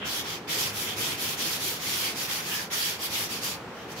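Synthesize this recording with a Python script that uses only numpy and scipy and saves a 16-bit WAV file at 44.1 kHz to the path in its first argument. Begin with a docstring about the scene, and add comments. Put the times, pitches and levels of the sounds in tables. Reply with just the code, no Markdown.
"""Over the low rumble of a workshop, a worker sands a dry ceramic basin by hand, about five strokes a second.
From the first stroke, grit sticks and slips under the pad: a coarse rasp, a gritty scrape and a fine hiss, with
the basin ringing faintly and brick walls scattering the sound. Now and then the pad scrapes the rim or lands
with a scuff. After three and a half seconds the strokes pause, a sleeve brushes over the dusty glaze, and the
sanding starts again."""
import sys
import numpy as np
from scipy import signal
from scipy.fft import rfft, irfft
from scipy.io import wavfile

SR = 44100
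rng = np.random.default_rng(int(sys.argv[2]) if len(sys.argv) > 2 else 0)


def master(y):
    """Save y as 16-bit WAV."""
    cut = np.clip(np.atleast_2d(y).T, -1, 1)
    pcm = np.round(cut * 32767)  # scale
    wavfile.write(sys.argv[1], SR, pcm.astype(np.int16))


N = 176400
T, HZ = np.arange(N) / SR, np.arange(N // 2 + 1) * SR / N


def undb(db):
    """Amplitude ratio of a level in decibels."""
    return 10 ** (np.asarray(db) / 20)


def unit(x):
    """Normalisation to rms 1."""
    return x / np.sqrt(np.mean(x ** 2))


def over_hz(points):
    """Interpolation of (Hz, value) points on a log-frequency axis."""
    hz, value = np.array(points).T
    return np.interp(np.log(HZ + 1), np.log(hz), value)


def colour(x, spectrum):
    """Spectral shaping by (Hz, dB) points, at rms 1."""
    return unit(irfft(rfft(x) * undb(over_hz(spectrum)), N))


def wander(rate_hz):
    """Low-passed noise: a smooth random fluctuation at rms 1."""
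    return unit(irfft(rfft(rng.standard_normal(N)) / (1 + (HZ / rate_hz) ** 2) ** 2, N))


def pan(left_over_right_db):
    """Stereo gains for a level difference between the sides."""
    return undb(np.array([[left_over_right_db], [-left_over_right_db]]) / 2)


def ramp(x):
    """A quarter sine from 0 to 1, like the speed of a swinging hand."""
    return np.sin(np.pi / 2 * np.clip(x, 0, 1))


def stick_slip(slips_per_s=20000, spread_db=2, direct_share=0.024):
    """Stick-slip impulses, many weak and a few strong; scattering makes left and right differ."""
    size = undb(spread_db * np.minimum(rng.exponential(size=(3, N)), 2 * np.pi))
    slipping = rng.random((3, N)) < slips_per_s / SR
    slips = slipping * size * rng.choice([-1, 1], (3, N))
    direct, scattered = slips[0], slips[1:]
    return unit(np.sqrt(direct_share) * direct + np.sqrt(1 - direct_share) * scattered)


def glide(start, length, first_hz, last_hz, width_hz, db):
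    """Narrow-band noise about a moving centre: a rough resonance that swells, glides and fades."""
    progress = np.clip((T - start) / length, 0, 1)
    phase = 2 * np.pi * np.cumsum(first_hz + (last_hz - first_hz) * progress) / SR
    band = [wander(width_hz) * np.cos(phase) + wander(width_hz) * np.sin(phase) for side in range(2)]
    return undb(db) * np.sin(np.pi * progress) * np.array(band)


# Spectrum of the rumble. Each row: frequency in Hz, relative level in dB.
RUMBLE_SPECTRUM = [(36, -37), (50, -22), (65, -8.5), (90, -5.5), (120, -5.5), (200, 0), (300, -2.5),
                   (460, -1), (600, -6.5), (800, -4.5), (1700, -10.5), (3000, -16.5), (6000, -26),
                   (10500, -37.5)]
# Likeness of its left and right sides. Each row: frequency in Hz, coherence from 0 to 1.
RUMBLE_COHERENCE = [(100, 0.97), (300, 0.96), (600, 0.84), (1100, 0.7), (3000, 0)]
# Its slow drift. 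Each row: time in seconds, level in dB.
RUMBLE_DRIFT = [(0, -40), (.4, -40.5), (1, -40.5), (1.8, -41), (2.3, -40.5), (2.8, -42.5), (3.5, -40),
                (4, -40)]

def workshop_rumble():
    """Partly coherent noise: the two sides agree in the bass and are independent in the treble."""
    coherence = over_hz(RUMBLE_COHERENCE)
    mid, side = (irfft(rfft(colour(rng.standard_normal(N), RUMBLE_SPECTRUM)) * np.sqrt(share), N)
                 for share in ((1 + coherence) / 2, (1 - coherence) / 2))
    level_db = np.interp(T, *np.array(RUMBLE_DRIFT).T)
    return np.array([mid + side, mid - side]) * undb(level_db)


# Tones of the machine hum. Each row: frequency in Hz, level in dB.
HUM_TONES = [(111.5, -58), (161.7, -57.5), (541, -71)]

def machine_hum():
    """Random amplitude and phase modulation makes each tone waver."""
    hum = 0
    for hz, db in HUM_TONES:
        amplitude = 1 + 0.67 * wander(rate_hz=28)
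        phase = 2 * np.pi * hz * T + 0.85 * wander(rate_hz=4.6)
        hum += undb(db) * unit(amplitude * np.sin(phase))
    return hum


def brick_walls(x, t60_s=0.3, tail_db=-12.5):
    """Reverberation: diffuse reflections add an exponentially decaying tail, different at each side."""
    t = T[:SR // 2]
    tail = rng.standard_normal((2, len(t))) * ramp(t / 0.013) * np.exp(-np.log(1000) * t / t60_s)
    response = unit(tail) / np.sqrt(len(t))
    return x + undb(tail_db) * signal.fftconvolve(x, response, axes=-1)[:, :N]


# Spectrum of the sleeve on dusty glaze. Each row: frequency in Hz, relative level in dB.
BRUSH_SPECTRUM = [(1500, -5), (3000, -2), (4300, -8), (5900, -4), (8000, -19), (16000, -16)]

def sleeve_brush(start=3.715, length=0.18, db=-50):
    """Light sliding friction between strokes: a soft brush with a rising resonance."""
    swell = np.sin(np.pi * np.clip((T - start) / length, 0, 1))
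    brush = undb(db) * swell * colour(stick_slip(), BRUSH_SPECTRUM)
    return brush + glide(start, length, first_hz=2601.5, last_hz=3697, width_hz=600, db=-56)


# Landings of the pad. Each row: time of the peak in seconds, level in dB.
PAD_LANDINGS = [(.494, -41), (2.734, -28), (3.92, -43.5)]
# Spectrum of their scuff. Each row: frequency in Hz, relative level in dB.
SCUFF_SPECTRUM = [(300, -29), (1000, 5), (2200, 9), (2900, -6), (3800, -5), (5900, 12), (8500, -3),
                  (16000, -4)]

def pad_landings(rise_s=0.0097, decay_s=0.019):
    """Contact transients: the pad meets the basin in a bright scuff that decays exponentially."""
    push = sum(undb(db) * ramp((T - at) / rise_s + 1) * np.exp(-np.maximum(T - at, 0) / decay_s)
               for at, db in PAD_LANDINGS)
    return push * colour(stick_slip(), SCUFF_SPECTRUM)


# Hollow scrapes. Each row: start and length in seconds, first Hz, last Hz, width in Hz, level in dB.
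RIM_SCRAPES = [(-.01, 0.12, 3080, 2740, 810, -36.5), (0, .11, 1700, 1400, 600, -39.5),
               (1.99, 0.15, 2784, 1913, 970, -36), (2.495, 0.068, 3160, 2654, 700, -34.5),
               (2.471, .195, 1836, 1606, 190, -38.5), (3.122, 0.08, 3600, 3050, 1000, -32)]

def rim_scrapes():
    """Friction excites a resonance that sinks as the pad slides over the rim."""
    return sum(glide(*row) for row in RIM_SCRAPES)


# Spectrum of the basin on its padded stand. Each row: frequency in Hz, relative level in dB.
THRUM_SPECTRUM = [(40.0, -37), (70.0, -21), (105.0, 4.5), (200.0, -9), (350.0, 0), (600.0, -12.5),
                  (2000.0, -32.5)]

def stand_thrum(drive, db=-46.5):
    """Forced vibration: the hand shakes the basin and its stand."""
    return drive * undb(db) * colour(rng.standard_normal(N), THRUM_SPECTRUM)


# Lower and upper modes of the basin. Each row: frequency in Hz, width in Hz, relative level in dB.
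LOWER_MODES = [(3115, 360, 2), (3415, 540, 1.5)]
UPPER_MODES = [(4580, 120, 2.5), (4820, 85, -10), (5626, 540, -0.5)]

def basin_ring(lower_drive, upper_drive, lower_db=-37, upper_db=-40):
    """Modal resonance: slips of grit excite the damped modes of the ceramic."""
    def ring(modes):
        total = 0
        for hz, width_hz, db in modes:
            resonance = 1j * HZ * width_hz / (hz ** 2 - HZ ** 2 + 1j * HZ * width_hz)
            total += undb(db) * irfft(rfft(stick_slip()) * resonance ** 2, N)  # squared for steep sides
        return unit(total)

    lower = lower_drive * undb(lower_db) * ring(LOWER_MODES)
    upper = upper_drive * undb(upper_db) * ring(UPPER_MODES)
    return lower + upper


def shifting_bands(x, depth_db=1.5, knee_hz=2126):
    """Band-wise modulation: as the hand crosses the curved basin, narrow bands swell and fade at random."""
    spectrum, shifted = rfft(x), 0
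    band = 10 * np.log1p(HZ / knee_hz)  # bands widen above the knee
    for k in range(int(band[-1]) + 2):
        triangle = np.maximum(1 - abs(band - k), 0)
        shifted += irfft(spectrum * triangle, N) * undb(depth_db * wander(rate_hz=23))
    return shifted


# Strokes of the hand. Each row: start, length, attack and release in seconds, level and swell over the
# stroke in dB, then offsets in dB for the rasp, the lower modes, the hiss and the thrum.
HAND_STROKES = [(0.04, 0.2, 0.041, 0.083, -2.5, 8, -3.5, 0, -1.5, -1.5),
                (0.221, 0.18, 0.1, 0.12, -5, 2, 0, 2, -2, -1),
                (0.471, 0.12, 0.065, 0.064, 0, 2, 0.5, 0.5, 0, -2),
                (0.552, 0.19, 0.056, 0.15, 1, -2.5, -1, -1, -1, 2),
                (0.713, 0.2, 0.099, 0.092, -4, -1.5, -0.5, -0.5, 3.5, 0.5),
                (0.852, 0.13, 0.045, 0.095, -7, -4, 1.5, 8, 1.5, -1),
                (0.955, 0.23, 0.075, 0.084, -2, -5, 0.5, 2, 1, 5.5),
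                (1.161, 0.22, 0.11, 0.07, -2, -7, -0.5, 0.5, 1.5, 0.5),
                (1.359, 0.25, 0.068, 0.082, -1, 0.5, 0.3, -1, -0.5, 0.5),
                (1.581, 0.23, 0.077, 0.13, -1.5, -4, -3, -2, 1, 1.2),
                (1.779, 0.38, 0.12, 0.13, -0.9, 0, -1, -4, -0.1, -1.5),
                (2.138, 0.15, 0.06, 0.057, -2, 1.5, -2, -11, -0.5, -5.2),
                (2.27, 0.19, 0.054, 0.12, -2.5, -3.5, 1.5, -2, 0.7, -15),
                (2.4, 0.29, 0.17, 0.16, -2, -3.5, -0.5, -4, 0.5, -12),
                (2.699, 0.29, 0.047, 0.17, 0, 3, -0.2, 1.5, -1, -17),
                (2.975, 0.12, 0.087, 0.075, -2.1, 7.5, -2, 0.5, 2, -2),
                (3.07, 0.22, 0.13, 0.073, 0, -1, -2.5, -11, -1.3, -1.5),
                (3.281, 0.15, 0.046, 0.1, -3.8, -3, -2.5, -2.5, -1.5, -4.7),
                (3.403, 0.18, 0.059, 0.13, -1.4, -3.5, -2.7, -6, -0.5, -8),
                (3.87, 0.087, 0.044, 0.047, -19.5, 6, -4, 3, 5.5, 10),
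                (3.94, 0.155, 0.082, 0.05, -8.5, 7, -2, 1, -1, 4)]

def stroke_drives():
    """Power laws turn effort into five envelopes; overlapping strokes add in energy."""
    energy = np.zeros((5, N))
    for start, length, attack, release, db, swell_db, rasp_db, ring_db, hiss_db, thrum_db in HAND_STROKES:
        age = T - start
        level_db = db + swell_db * (np.clip(age / length, 0, 1) - 0.5)
        effort = ramp(age / attack) * ramp((length - age) / release) * undb(level_db)
        drag = effort ** 0.52  # rasp and thrum last through the turns
        rush = effort ** 1.29  # hiss needs speed
        energy += np.array([effort, drag * undb(rasp_db), effort * undb(ring_db),
                            rush * undb(hiss_db), drag * undb(thrum_db)]) ** 2
    return np.sqrt(energy)


# Spectra of gritty scrape, coarse rasp and fine hiss. Each row: frequency in Hz, relative level in dB.
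GRIT_SPECTRUM = [(400.0, -42), (1200.0, -14), (2400.0, -4.5), (3300.0, -1), (4100.0, 0), (4700.0, 1),
                 (5700.0, -2), (7000.0, -2.5), (8200.0, -12), (16000.0, -29)]
RASP_SPECTRUM = [(150.0, -19), (350.0, -13.5), (650.0, -6.5), (1000.0, 1.5), (1600.0, 1.7), (2500.0, 5.5),
                 (4000.0, -10), (8000.0, -42)]
HISS_SPECTRUM = [(4000.0, -25), (7000.0, -8.5), (8500.0, -4.5), (10000.0, -1.3), (12500.0, 0.5),
                 (14500.0, -1.5), (16000.0, -6)]

def sanding(grit_db=-31.5, rasp_db=-37, hiss_db=-32.5, judder_db=0.56):
    """Stick-slip friction sounds in three bands and rings the basin; the pad's judder modulates it all."""
    grit_drive, rasp_drive, ring_drive, hiss_drive, thrum_drive = stroke_drives()
    ring = basin_ring(ring_drive, grit_drive)
    grit = grit_drive * undb(grit_db) * colour(stick_slip(), GRIT_SPECTRUM)
    rasp = rasp_drive * undb(rasp_db) * colour(stick_slip(), RASP_SPECTRUM)
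    hiss = hiss_drive * undb(hiss_db) * colour(stick_slip(), HISS_SPECTRUM)
    mix = (grit + rasp + ring) * pan(-1.25) + hiss * pan(0.1) + stand_thrum(thrum_drive)
    return mix * undb(judder_db * wander(rate_hz=150))


def scene():
    """Superposition of the reverberant handwork, the rumble and the hum."""
    handwork = shifting_bands(sanding()) + rim_scrapes() + pad_landings() + sleeve_brush()
    return brick_walls(handwork) + workshop_rumble() + machine_hum()


def record(dry):
    """Band limiting: a steep elliptic low-pass removes the treble above 15.7 kHz."""
    return signal.sosfilt(signal.ellip(12, 0.1, 80, 15700, fs=SR, output="sos"), dry)


dry = scene()
out = record(dry)
master(out)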